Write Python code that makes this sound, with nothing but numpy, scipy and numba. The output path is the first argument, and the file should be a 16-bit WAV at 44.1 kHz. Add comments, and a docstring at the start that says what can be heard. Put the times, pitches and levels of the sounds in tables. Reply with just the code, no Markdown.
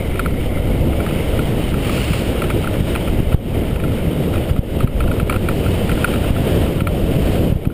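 """Wind buffets a closed camera case on the helmet of a skater rolling fast down an asphalt street.
It is shaped noise plus single pushes for hard gusts; air past a slit adds a fuzzy, fading whistle.
Wheels and swells of traffic roar are noise hissing through the case; the loose mount rattles as ringing blows.
Loud peaks, as in hard gusts, pull the gain control down.
The converter holds every sample, which mirrors the sound in the treble."""
import sys
import numpy as np
from scipy import signal
from scipy.io import wavfile
from scipy.ndimage import uniform_filter1d
from numba import njit

SR = 44100
rng = np.random.default_rng(int(sys.argv[2]) if len(sys.argv) > 2 else 0)


def pcm_store(signal):
    """Save signal as 16-bit PCM."""
    levels = np.round(np.clip(np.atleast_2d(signal), -1, 1) * 32767)
    wavfile.write(sys.argv[1], SR, levels.astype(np.int16).T)


def makeup_ratio(level_db):
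    """Linear amplitude ratio for a level in decibels (20 dB per factor of ten)."""
    decades = np.asarray(level_db, float) / 20
    return 10 ** decades


N = 340893  # length of the scene in samples


def read(points, hz):
    """Reads a spectrum table at any pitch, with straight lines over log frequency."""
    table_hz, value = np.transpose(points)
    return np.interp(np.log(hz + 1), np.log(table_hz + 1), value)


def evened(x):
    """Scales a signal to an rms (average strength) of 1."""
    return x / np.sqrt(np.mean(x ** 2) + 1e-20)


def add(mix, s, sound):
    """Mixes a sound in, starting at s seconds."""
    part = mix[max(round(s * SR), 0):][:len(sound)]
    part += sound[:len(part)]


def noise(spectrum, patchy_db, lumpy_db, lump_s):
    """Random short-time spectra with drifting patches, times lumps of loudness shared by all pitches."""
    frames, hz = N // 256 + 5, np.fft.rfftfreq(1024, 1 / SR)
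    real, imaginary, patches = rng.standard_normal((frames, 513, 3)).T
    patches = uniform_filter1d(patches, size=8, axis=0)  # smooth over pitch
    patches = evened(uniform_filter1d(patches, size=10, axis=1))  # smooth over time
    level_db = read(spectrum, hz)[:, None] + patchy_db * patches
    spectra = (real + 1j * imaginary) * makeup_ratio(level_db)
    hiss = signal.istft(spectra, nperseg=1024, noverlap=768)[1][:N]
    smoothing = np.poly([np.exp(-1 / (lump_s * SR))] * 2)
    lumps = evened(signal.lfilter([1], smoothing, rng.standard_normal(N)))
    return evened(hiss * makeup_ratio(lumpy_db * lumps))


def ride(index):
    """How one level column of the ride moves over time, as a gain."""
    # the ride: (time [s], wind pressure on the case [dB], wheel hiss [dB])
    ride_rows = [(0.0, -20, -37), (0.39, -19, -37.5), (0.82, -16.5, -36), (1.38, -16, -32),
                 (2.07, -18, -32), (2.88, -16.5, -32.5), (3.31, -18, -34.5), (3.51, -14.5, -35),
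                 (3.72, -18.5, -37), (4.5, -16.5, -34.5), (5.06, -16.5, -37), (5.47, -16.5, -35),
                 (6.29, -15.5, -31), (6.61, -13, -31), (6.8, -18, -36), (7.28, -13, -33),
                 (7.47, -15, -35.5), (7.6, -21.5, -44)]
    columns = np.transpose(ride_rows)
    return makeup_ratio(np.interp(np.arange(N) / SR, columns[0], columns[index]))


def wind():
    """Eddies beat on the case; the hardest are single pushes with suction around them."""
    # shape of the buffeting noise: (frequency [Hz], level [dB per Hz])
    buffet = [(15, -12), (40, -1.5), (80, -0.5), (160, -5), (300, -9), (520, -12), (650, -16.5), (780, -25),
              (1000, -32.5), (2000, -55), (6000, -66)]
    # spells when large eddies swell or fail: (middle [s], half-length [s], change of deep rumble [dB])
    eddies = [(0.547, 0.31, 5.5), (2.07, .2, -2), (3.31, 0.083, 8), (4.154, 0.11, -14), (6.0, .3, -3.5),
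              (5.001, 0.16, 7), (6.6, 0.099, -9), (7.303, 0.17, -1)]
    # hard gusts: (time [s], pressure [signed amplitude], half-width [ms], suction before [share])
    gusts = [(0.8119, 0.7, 2.1, .3), (2.8086, 0.66, 1.6, .3), (3.1033, .5, 4.1, 0.16),
             (3.2048, 1.16, 1.34, .3), (3.3473, 4.5, 1.73, 0.11), (3.732, 0.3, 1.9, 0.45),
             (4.517, 1.07, 2.35, 0.7), (4.5932, 2.5, 1.67, .1), (4.8471, 2, 1.66, 0.34),
             (5.2317, 0.86, 1.8, 0.34), (5.37, 0.6, 1.5, .1), (6.3107, 1, 2.4, 0.21),
             (6.8226, 1.05, 1.6, 0.52), (7.166, -0.4, 1.4, .3), (7.502, 0.67, 1.8, 0.32),
             (7.5284, -1.1, 1.74, 0.73), (7.561, 0.9, 2.1, .58), (7.675, 1, 1.57, 0.42)]

    out = ride(index=1) * noise(buffet, patchy_db=1.0, lumpy_db=0.5, lump_s=0.0051)
    low_pass = signal.butter(2, 90, fs=SR, output="sos")
    rumble = signal.sosfilt(low_pass, out)
    now = np.arange(N) / SR
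    deep_db = sum(db * np.exp(-((now - s) / span) ** 2) for s, span, db in eddies)
    out = out + (makeup_ratio(deep_db) - 1) * rumble  # large eddies come and go on their own

    t = np.arange(-SR // 50, SR // 20) / SR
    for s, pressure, width_ms, before in gusts:
        u = t / width_ms * 1000  # time counted in gust widths
        push = np.exp(-u ** 2)
        suction = before * np.exp(-(u + 1.71) ** 2)
        # the membrane swings back: a soft start, then a slow return
        swing = 0.32 * np.exp(-np.maximum(u - 1.6, 0) / 5.3) / (1 + np.exp(-3 * (u - 1.6)))
        add(out, s + t[0], pressure * (push - suction - swing))
    return out


def whistle():
    """Air past a slit of the case blows a fuzzy tone that slowly fades."""
    hz, width_hz = 2150, 260
    start_db, fade_db_per_s = -40, -1.4
    slit = [(hz - 2 * width_hz, -30), (hz - width_hz / 2, -3), (hz, 0),
            (hz + width_hz / 2, -3), (hz + 2 * width_hz, -30)]
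    level = makeup_ratio(start_db + fade_db_per_s * np.arange(N) / SR)
    return level * noise(slit, patchy_db=2.4, lumpy_db=1.0, lump_s=0.0048)


def road():
    """Small hard wheels hiss on the grain of the asphalt."""
    # wheel hiss as it comes through the case: (frequency [Hz], level [dB per Hz])
    wheel_hiss = [(470, -22), (800, -4.5), (1070, -8.5), (1370, -7), (1610, -9.5), (2200, -8.5), (2520, -8),
                  (3010, -4), (3550, -12.5), (3750, -10), (4000, -18.5), (5030, -19.5), (5510, -22),
                  (6000, -30), (7800, -64)]
    return ride(index=2) * noise(wheel_hiss, patchy_db=0.77, lumpy_db=1.04, lump_s=0.012)


def knock(db, bright_db, chance):
    """A scraping blow a few ms long rings the modes (natural tones) of the case."""
    # case modes: (frequency [Hz], level [dB], time to fall 60 dB [s], share of the brightness [factor])
    case_modes = [(1037, -6, 0.018, 1.5), (1334, 3, 0.015, 0.55), (1950, -4.5, 0.011, 1.15),
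                  (2408, 4, 0.0071, 1.14), (3150, -8, 0.011, 1.14), (3740, -13, 0.0059, 0.83),
                  (4330, -19.5, 0.022, 0.83)]
    detune = 0.027  # typical pitch shift as a share: no two blows flex the case quite alike
    t = np.arange(len(chance)) / SR
    u = t / 0.0024
    blow = chance * u * np.exp(-2.5 * u)
    out = np.zeros(len(t))
    for k, (hz, mode_db, t60, share) in enumerate(case_modes):
        # each mode builds up before it dies away
        swell = makeup_ratio(-60 * t / t60) * (1 - np.exp(-t / (0.13 * t60)))
        bent_hz = hz * (1 + detune * chance[-1 - k])
        tone = swell * np.sin(2 * np.pi * bent_hz * t)
        ring = signal.fftconvolve(blow, tone)[:len(t)]
        out += makeup_ratio(mode_db + share * bright_db) * ring / abs(ring).max()
    return makeup_ratio(db) * out


def mount():
    """The loose mount gives clear knocks with one rebound each, and faint random ones between them."""
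    # clear knocks: (time [s], level [dB], brightness [dB])
    knocks = [(0.1944, -8.5, -10), (0.2593, -10.5, -11.5), (0.572, -22.5, -10), (1.0027, -20.5, -4.5),
              (1.0644, -12, -14), (1.1094, -24, -10), (1.1523, -26, -15), (1.392, -16, -8),
              (1.7414, -17, -10), (1.8951, -16.5, -8), (1.9782, -21.5, -5), (2.1328, -25, 3.5),
              (2.4198, -15.5, -2.5), (2.4412, -26.5, 1), (2.5014, -22.5, 1.5), (2.509, -21, -5),
              (2.6433, -10.5, -21), (2.673, -5, -23), (2.952, -21.5, -1), (2.96, -22.5, 4),
              (3.02, -26, -12), (3.0747, -26, -4), (3.081, -24.5, -2), (3.3194, -30, -3), (3.326, -23, -4),
              (3.8382, -20, -8), (4.338, -20, -11), (4.358, -26, -5), (4.5628, -20, -7), (4.805, -17.5, -4),
              (4.874, -19, -2.5), (5.0053, -18.5, -4.5), (5.0405, -17, -17), (5.077, -22.5, -5),
              (5.114, -16.5, -7.5), (5.1987, -13, -11), (5.2967, -16.5, 3), (5.2985, -11, -8),
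              (5.3097, -17, -12), (5.325, -24, 3.5), (5.341, -20, -7), (5.3613, -18, -5.5),
              (5.4871, -12.5, -5.5), (5.513, -21, -10.5), (5.6622, -14, -15), (5.894, -16, -7),
              (5.9165, -22.5, 0), (5.9748, -21, -10), (6.044, -0.5, -11), (6.076, -19, -12),
              (6.138, -19, -4.5), (6.159, -21, -7), (6.2432, -23, -6), (6.3633, -16, -9.5),
              (6.8054, -21.5, -0.5), (6.8708, -12, -3.5), (7.011, -26, -18), (7.653, -32, -4.5),
              (7.701, -23, -14)]
    jitters_per_s, faintest_db = 25, -41
    rebound_s, rebound_db, rebound_bright_db = 0.0065, -14, 0.5  # start after table time, level, brightness
    blow_samples = 1200
    out, count = np.zeros(N), round(jitters_per_s * N / SR)

    places, tints = rng.random((2, count))
    sizes = rng.exponential(size=count)
    chances = rng.standard_normal((count, blow_samples))
    for place, tint, size, chance in zip(places, tints, sizes, chances):
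        jitter_db = faintest_db + 3.9 * min(size, 2.5)
        add(out, place * N / SR, knock(jitter_db, -7.0 + 9 * tint, chance))

    pairs = rng.standard_normal((len(knocks), 2, blow_samples))
    for (s, db, bright_db), (first, second) in zip(knocks, pairs):
        add(out, s - 0.0013, knock(db, bright_db, first))  # starts a little early: a blow takes time to build
        add(out, s + rebound_s, knock(db + rebound_db, bright_db + rebound_bright_db, second))
    return out


def traffic():
    """Traffic roar that swells, holds and sinks again."""
    # swells of traffic roar: (time when loudest [s], level [dB], time from loudest to half amplitude [s])
    roar_swells = [(2.05, -30.5, 0.2), (5.7, -38.5, 0.26), (7.25, -39, 0.22)]
    # shape of the tyre roar: (frequency [Hz], level [dB per Hz])
    tyre_roar = [(470, -33), (800, -14), (1330, -6), (1710, -10), (2860, 0), (3620, -15), (4300, -10.5),
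                 (5000, -12.5), (6000, -21), (7800, -56)]
    t = np.arange(N) / SR
    gain = sum(makeup_ratio(db) / (1 + ((t - s) / span) ** 4) for s, db, span in roar_swells)
    return gain * noise(tyre_roar, patchy_db=0.5, lumpy_db=-0.5, lump_s=0.0062)


def scene():
    """Everything that reaches the microphone."""
    return (wind() + whistle() + road() + mount() + traffic())[None]


@njit
def levelled(x, limit, fall, rise):
    """The gain steps down while the output is over the limit and creeps back otherwise."""
    out, gain = np.empty_like(x), 1.
    for i in range(len(x)):
        out[i] = gain * x[i]
        if abs(out[i]) > limit:
            gain = gain * fall
        else:
            gain = min(gain * rise, 1.)
    return out


def held_samples(x):
    """Takes 12000 samples a second and holds each flat until the next, which mirrors sound in the treble."""
    slow = signal.resample_poly(x, 40, 147, window=("kaiser", 8.))
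    held = np.repeat(slow, 4)  # now 48000 steps a second
    return signal.resample_poly(np.r_[held, np.zeros(8)], 147, 160)[:N]  # back to SR


def top_cut(x):
    """Nothing passes above the cut-off."""
    return signal.sosfilt(signal.butter(12, 16620, fs=SR, output="sos"), x)


def record(dry):
    """Gain control, a converter that clips and holds its samples, and a band limit."""
    fall_db_per_s, rise_db_per_s = 3500, 60
    x = levelled(dry[0], 0.48, makeup_ratio(-fall_db_per_s / SR), makeup_ratio(rise_db_per_s / SR))
    x = np.clip(x, -0.93, 0.93)  # the converter's full scale
    x = held_samples(x)
    band_limit = signal.firwin(301, 15280, window=("kaiser", 2), fs=SR)
    x = signal.oaconvolve(x, band_limit, "same")
    return top_cut(x[None])


dry = scene()
out = record(dry)
pcm_store(out)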